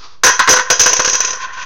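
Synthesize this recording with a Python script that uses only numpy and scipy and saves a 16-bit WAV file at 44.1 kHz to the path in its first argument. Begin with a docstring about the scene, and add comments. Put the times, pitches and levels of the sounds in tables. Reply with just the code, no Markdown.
"""A faint scrape, then steel balls drop into a wooden trough on a table, clatter irregularly, softer
toward the end, and roll along it. Each blow gives a dry crack, a thud, a hollow knock and a hard bright
clack that ring on in the wood and a small room. Soft bumps sit underneath, and the rolling hums and
hisses over the grain. The microphone is close and dull, and the strong blows overload it."""
import sys
import numpy as np
from scipy import signal
from scipy.fft import rfft, irfft, next_fast_len
from scipy.io import wavfile

SR = 44100
rng = np.random.default_rng(int(sys.argv[2]) if len(sys.argv) > 2 else 0)


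def materialize(psi):
    """Save the field psi as 16-bit PCM at rate SR to the path in sys.argv[1].

    A 1-D psi becomes a single channel; in a 2-D psi each row is a channel.
    """
    bounded = np.clip(np.atleast_2d(psi).T, -1, 1)
    quanta = np.round(bounded * 32767).astype(np.int16)
    wavfile.write(sys.argv[1], SR, quanta)


N = 72765
RIPPLE_DB, RIPPLE_HZ = 3.8, 35.1  # depth and spacing of the crowded resonances

# hits of the balls on the wood (time [s], thud level [dB], knock level [dB], clack level [dB])
BLOWS = [(.235, -2.5, 6.5, 3.5), (.243, -13.5, -8, 6), (.265, -10, 5.5, -2), (.291, -26, -8.5, -11),
         (.3932, -31, 4, -10.5), (.4185, -48, -11.5, -20), (.438, -45, -21, -25.5),
         (.4755, -27, 0.5, -17.5), (.490, -2.5, -3.5, 5.5), (.508, -11, -18.5, 3.5), (.529, -10.5, -2, -9),
         (.565, -22, -6, -16), (.589, -33, -7.5, -35.5), (.606, -42, -15, -34), (.7015, -7, -1, 3),
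         (.7953, -25, -11.5, 2), (.803, -15.5, -12, 1), (.814, -20, -18, 0), (.835, -22.5, -22, -2.5),
         (.860, -14.5, -6, 0.5), (.876, -28.5, -16.5, -7.5), (.894, -25, -22, -14.5),
         (.912, -22, -24, -13.5), (.930, -20.5, -16, -3), (.965, -23.5, -20.5, -7.5),
         (.9945, -16.5, -7.5, -7.5), (1.018, -30, -30, -13), (1.047, -26.5, -15.5, -6.5),
         (1.057, -35.5, -27.5, -7.5), (1.077, -20, -15, -5), (1.096, -25, -26, -8),
         (1.1314, -30, -25.5, -5.5), (1.145, -23.5, -16.5, -14.5), (1.152, -35, -35.5, -8),
         (1.203, -27.5, -19, -5.5), (1.2434, -28, -23.5, -29.5), (1.2465, -50.5, -40, -7.5),
         (1.275, -30, -27, -15), (1.305, -32, -27, -13.5), (1.330, -33.5, -30, -15.5),
         (1.367, -39.5, -33, -40)]

def bounces():
    """Every blow cracks, and sounds the thud, knock and clack of the trough in its own proportions."""
    times, thud_db, knock_db, clack_db = np.array(BLOWS).T
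    starts = (times * SR).astype(int)
    crack = contact_crack(starts, (knock_db + clack_db) / 2)
    body = thud(starts, thud_db) + knock(starts, knock_db) + clack(starts, clack_db)
    return crack + body + trough_ring(starts, thud_db, knock_db, clack_db)


# colour of the trough's crowded low modes (frequency [Hz], level [dB])
THUD_COLOUR = [(30, -26), (120, -24), (280, -17.5), (400, -1), (500, 1.5), (580, -3), (780, -7.5),
               (1100, -34)]

def thud(starts, levels_db):
    """The weight of the hit: low modes of the wood swell and die fast."""
    return dense_ring(starts, levels_db, THUD_COLOUR, strike_db=2.5, attack_s=0.0084, t60_s=0.0263,
                      room_db=-12, room_t60_s=0.2813)


# colour of the trough's crowded middle modes (frequency [Hz], level [dB])
KNOCK_COLOUR = [(500, -39), (830, -16.5), (960, -4), (1035, 4.5), (1120, -4), (1230, -8.5), (1400, -6),
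                (1560, -1.5), (1720, -7.5), (1900, -8.5), (2150, -16), (3500, -19.5), (6500, -26.5),
                (8000, -55.5)]

def knock(starts, levels_db):
    """The hollow body of the hit: middle modes of the wood hold a little longer."""
    return dense_ring(starts, levels_db, KNOCK_COLOUR, strike_db=7, attack_s=0.0072, t60_s=0.0456,
                      room_db=-13.5, room_t60_s=0.3291)


# colour of the crowded high modes (frequency [Hz], level [dB])
CLACK_COLOUR = [(700, -38), (2000, -24.5), (2550, -13), (2800, -17.5), (3200, -14.5), (3550, -21),
                (4050, -15), (4400, -20), (5050, -10.5), (5300, -14), (5700, -5), (6090, 2), (6350, -4),
                (6580, -4.5), (6850, -16), (7500, -26), (8300, -40.5), (10000, -79)]

def clack(starts, levels_db, lag_s=0.0012):
    """The hard, bright edge of the hit: high modes snap in just after the knock starts."""
    return dense_ring(starts + int(lag_s * SR), levels_db, CLACK_COLOUR, strike_db=-5, attack_s=0.001,
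                      t60_s=0.033, room_db=-10.5, room_t60_s=0.3063)


def dense_ring(starts, levels_db, colour, strike_db, attack_s, t60_s, room_db, room_t60_s):
    """A clean first strike, then crowded modes that flare and die fast, leaving a tail in the room."""
    t, taps = np.arange(N) / SR, np.zeros(N)
    taps[starts] = undb(levels_db + strike_db)
    strikes = signal.fftconvolve(taps, ping(colour))[:N]
    direct = np.minimum(t / attack_s, 1) ** 2 * fade(np.maximum(t - attack_s, 0), t60_s)
    room_build = 1 - np.exp(-t / 0.0027)
    room = undb(room_db) * room_build * fade(t, room_t60_s)
    return strikes + flares(starts, levels_db, direct ** 2 + room ** 2) * noise(colour, RIPPLE_DB)


# ringing notes of the trough (frequency [Hz], level [dB], t60 [s])
TROUGH_MODES = [(437, -16.5, .2), (466.02, -14, 0.283), (509.04, -7, 0.3104), (937.1, -17, 0.17),
                (1021.4, -10.5, 0.186), (1045.7, -8.5, 0.094), (1201, -24.5, 0.23), (1373.4, -24.5, 0.218),
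                (1448, -21.5, 0.23), (1511.6, -12, 0.2346), (1611.8, -15.5, 0.297), (1870.6, -20, 0.295),
                (2524, -19, 0.225), (2890, -23.5, .25), (3227, -22, 0.311), (3897, -28, 0.35),
                (4478, -31, .3), (5036, -20.5, .27), (5077, -20, 0.286), (5732, -18.5, 0.316),
                (5995, -14, 0.204), (6069, -13, 0.229), (6538, -19.5, 0.17)]

def trough_ring(starts, thud_db, knock_db, clack_db, trim_db=-2.5, scatter_db=2, detune=0.001982):
    """The clear modes of the trough, weighted and slightly detuned anew at each point of contact."""
    hz, mode_db, t60 = np.array(TROUGH_MODES).T
    t, ring = np.arange(SR // 2) / SR, np.zeros(N + SR)
    decays = fade(t, t60[:, None])
    for start, low_db, mid_db, high_db in zip(starts, thud_db, knock_db, clack_db):
        level_jitter, pitch_jitter = rng.standard_normal((2, len(hz)))
        force_db = np.interp(hz, [600, 900, 2000, 3500], [low_db, mid_db, mid_db, high_db])
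        gains = undb(trim_db + mode_db + force_db + scatter_db * level_jitter)
        cycles = np.outer(hz * (1 + detune * pitch_jitter), t)
        ring[start:start + len(t)] += gains @ (decays * np.sin(2 * np.pi * cycles))
    return ring[:N]


# broad colour of steel meeting wood (frequency [Hz], level [dB])
CRACK_COLOUR = [(150, -18.5), (400, -3), (1500, 0.5), (2600, 0), (4200, -3.5), (6000, -2), (7200, -15.5),
                (8500, -45.5), (12000, -70)]

def contact_crack(starts, levels_db, trim_db=-2):
    """The contact itself: a dry burst of noise with an instant attack."""
    decay = fade(np.arange(N) / SR, t60_s=0.029)
    return flares(starts, levels_db + trim_db, decay ** 2) * noise(CRACK_COLOUR)


# fader moves of the roll (time [s], hum level [dB], hiss level [dB])
ROLL_LEVELS = [(.5, -70.5, -71), (.58, -44, -55), (.65, -28, -46.5), (.9, -28.5, -31), (1.3, -28, -33),
               (1.371, -28, -48), (1.425, -23.5, -27), (1.47, -27, -39.5), (1.52, -27, -46),
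               (1.535, -28, -31.5), (1.58, -25, -34.5), (1.62, -28.5, -31), (1.65, -36, -40)]
# colour of the trough's hum (frequency [Hz], level [dB])
HUM_COLOUR = [(30, -22), (120, -28), (300, -32.5), (480, -22.5), (800, -24.5), (930, -14.5), (1035, 3.5),
              (1130, -10.5), (1330, -16), (1520, -2), (1650, -15), (1830, -7), (2150, -21.5), (3500, -31.5),
              (8000, -71.5)]
# colour of the grain's hiss (frequency [Hz], level [dB])
HISS_COLOUR = [(900, -24.5), (2000, -10), (2600, 2), (2950, -6), (3240, 2), (3500, -8.5), (4300, -6.5),
               (5200, -8), (6100, 0), (6800, -12), (8000, -38), (11000, -59.5)]

def rolling(throb_db=2, throb_hz=55.086):
    """A ball rolls over the grain: the trough hums unevenly under a gritty hiss."""
    times, hum_db, hiss_db = np.array(ROLL_LEVELS).T
    t = np.arange(N) / SR
    throb = undb(throb_db * walk(throb_hz))
    hum = undb(np.interp(t, times, hum_db)) * noise(HUM_COLOUR)
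    hiss = undb(np.interp(t, times, hiss_db)) * noise(HISS_COLOUR, RIPPLE_DB)
    return throb * (hum + hiss)


# cues of the low bumps (time [s], level [dB])
BUMP_CUES = [(.255, -17), (.50, -22), (.703, -27), (.80, -21.5), (1.457, -40)]
# their bass-heavy colour (frequency [Hz], level [dB])
BUMP_COLOUR = [(25, -4), (70, 1), (150, -2.5), (230, -8.5), (400, -35), (1000, -70)]

def bumps(attack_s=0.00674):
    """A few soft, deep bumps under the clatter."""
    times, levels_db = np.array(BUMP_CUES).T
    t = np.arange(N) / SR
    swell = np.minimum(t / attack_s, 1) * fade(t, t60_s=0.121)
    return flares((times * SR).astype(int), levels_db, swell ** 2) * noise(BUMP_COLOUR)


# fader moves of the opening scrape (time [s], level [dB])
SCRAPE_LEVELS = [(0, -42), (.045, -35), (.1, -44.5), (.14, -45.5), (.21, -61), (.3, -73)]
# its raspy colour (frequency [Hz], level [dB])
SCRAPE_COLOUR = [(150, -22.5), (380, -7), (600, -13.5), (1200, 3), (1700, -11), (2300, -11), (3200, -10),
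                 (4500, -3.5), (6400, -12.5), (7500, -33), (9000, -58)]

def scrape():
    """A faint scrape dies away before the drop."""
    times, levels_db = np.array(SCRAPE_LEVELS).T
    return undb(np.interp(np.arange(N) / SR, times, levels_db)) * noise(SCRAPE_COLOUR, RIPPLE_DB)


# colour of the quiet room (frequency [Hz], level [dB])
ROOM_COLOUR = [(25, -0.5), (100, 0), (250, -15.5), (380, -9.5), (600, -13.5), (2000, -27), (8000, -55.5)]

def room_tone(level_db=-54):
    """The quiet of the room: a steady, dark bed of noise."""
    return undb(level_db) * noise(ROOM_COLOUR)


def undb(db):
    """Decibels to gain."""
    return 10 ** (np.asarray(db) / 20)


def fade(t, t60_s):
    """Exponential decay that loses 60 dB in t60_s."""
    return np.exp(-np.log(1000) * t / t60_s)


def walk(rate_hz):
    """Smooth random wander with a spread of 1."""
    wander = np.interp(np.arange(N) / SR * rate_hz, np.arange(512), rng.standard_normal(512))
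    return wander / wander.std()


def flares(starts, levels_db, power_shape):
    """Envelope of overlapping blows, whose powers add."""
    power = np.zeros(N)
    for start, db in zip(starts, levels_db):
        power[start:] += undb(db) ** 2 * power_shape[:N - start]
    return np.sqrt(power)


def colour_gain(colour, f):
    """Gain of a colour at frequencies f, its points joined on a log frequency axis."""
    hz, db = np.array(colour).T
    return undb(np.interp(np.log(f), np.log(hz), db))


def noise(colour, ripple_db=0):
    """Coloured noise of rms 1, optionally rippled by closely spaced resonances."""
    size = next_fast_len(N)
    f = np.maximum(np.fft.rfftfreq(size, 1 / SR), 1)
    peaks = np.interp(f / RIPPLE_HZ, np.arange(2048), rng.standard_normal(2048))
    ripple = undb(ripple_db * peaks * f / (f + 1000))  # shallower in the bass
    white = rfft(rng.standard_normal(size))
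    coloured = irfft(white * colour_gain(colour, f) * ripple, size)[:N]
    return coloured / coloured.std()


def ping(colour, size=4096):
    """Causal response of a body with this colour to one tap; peak 1."""
    f = np.maximum(np.fft.rfftfreq(size, 1 / SR), 1)
    cepstrum = irfft(np.log(colour_gain(colour, f)))[:size // 2]
    response = irfft(np.exp(2 * rfft(cepstrum, size)))[:size // 2]  # minimum phase
    return response / np.abs(response).max()


def scene():
    """Bouncing and rolling in a quiet room, heard in mono."""
    return (bounces() + bumps() + rolling() + scrape() + room_tone())[None]


# EQ after the overloaded input (frequency [Hz], gain [dB])
OUTPUT_EQ = [(30, -1.5), (300, -2), (1000, -0.5), (6500, 0), (8500, -5), (12000, -8.5), (16000, -7)]

def record(dry, mic_top_hz=8066, offset=0.0307, clip_level=0.6545, top_hz=16100):
    """A dull microphone overloads its input, which sits off zero, cuts the peaks and loses the top."""
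    dull = signal.sosfilt(signal.butter(8, mic_top_hz, fs=SR, output="sos"), dry)
    oversampled = signal.resample_poly(dull + offset, 4, 1, axis=-1)
    clipped = signal.resample_poly(np.clip(oversampled, -clip_level, clip_level), 1, 4, axis=-1)
    f = np.fft.rfftfreq(N, 1 / SR)
    hz, db = np.array(OUTPUT_EQ).T
    low_pass = 1 / (1 + (f / top_hz) ** 160)
    return irfft(rfft(clipped) * undb(np.interp(f, hz, db)) * low_pass, N)


dry = scene()
out = record(dry)
materialize(out)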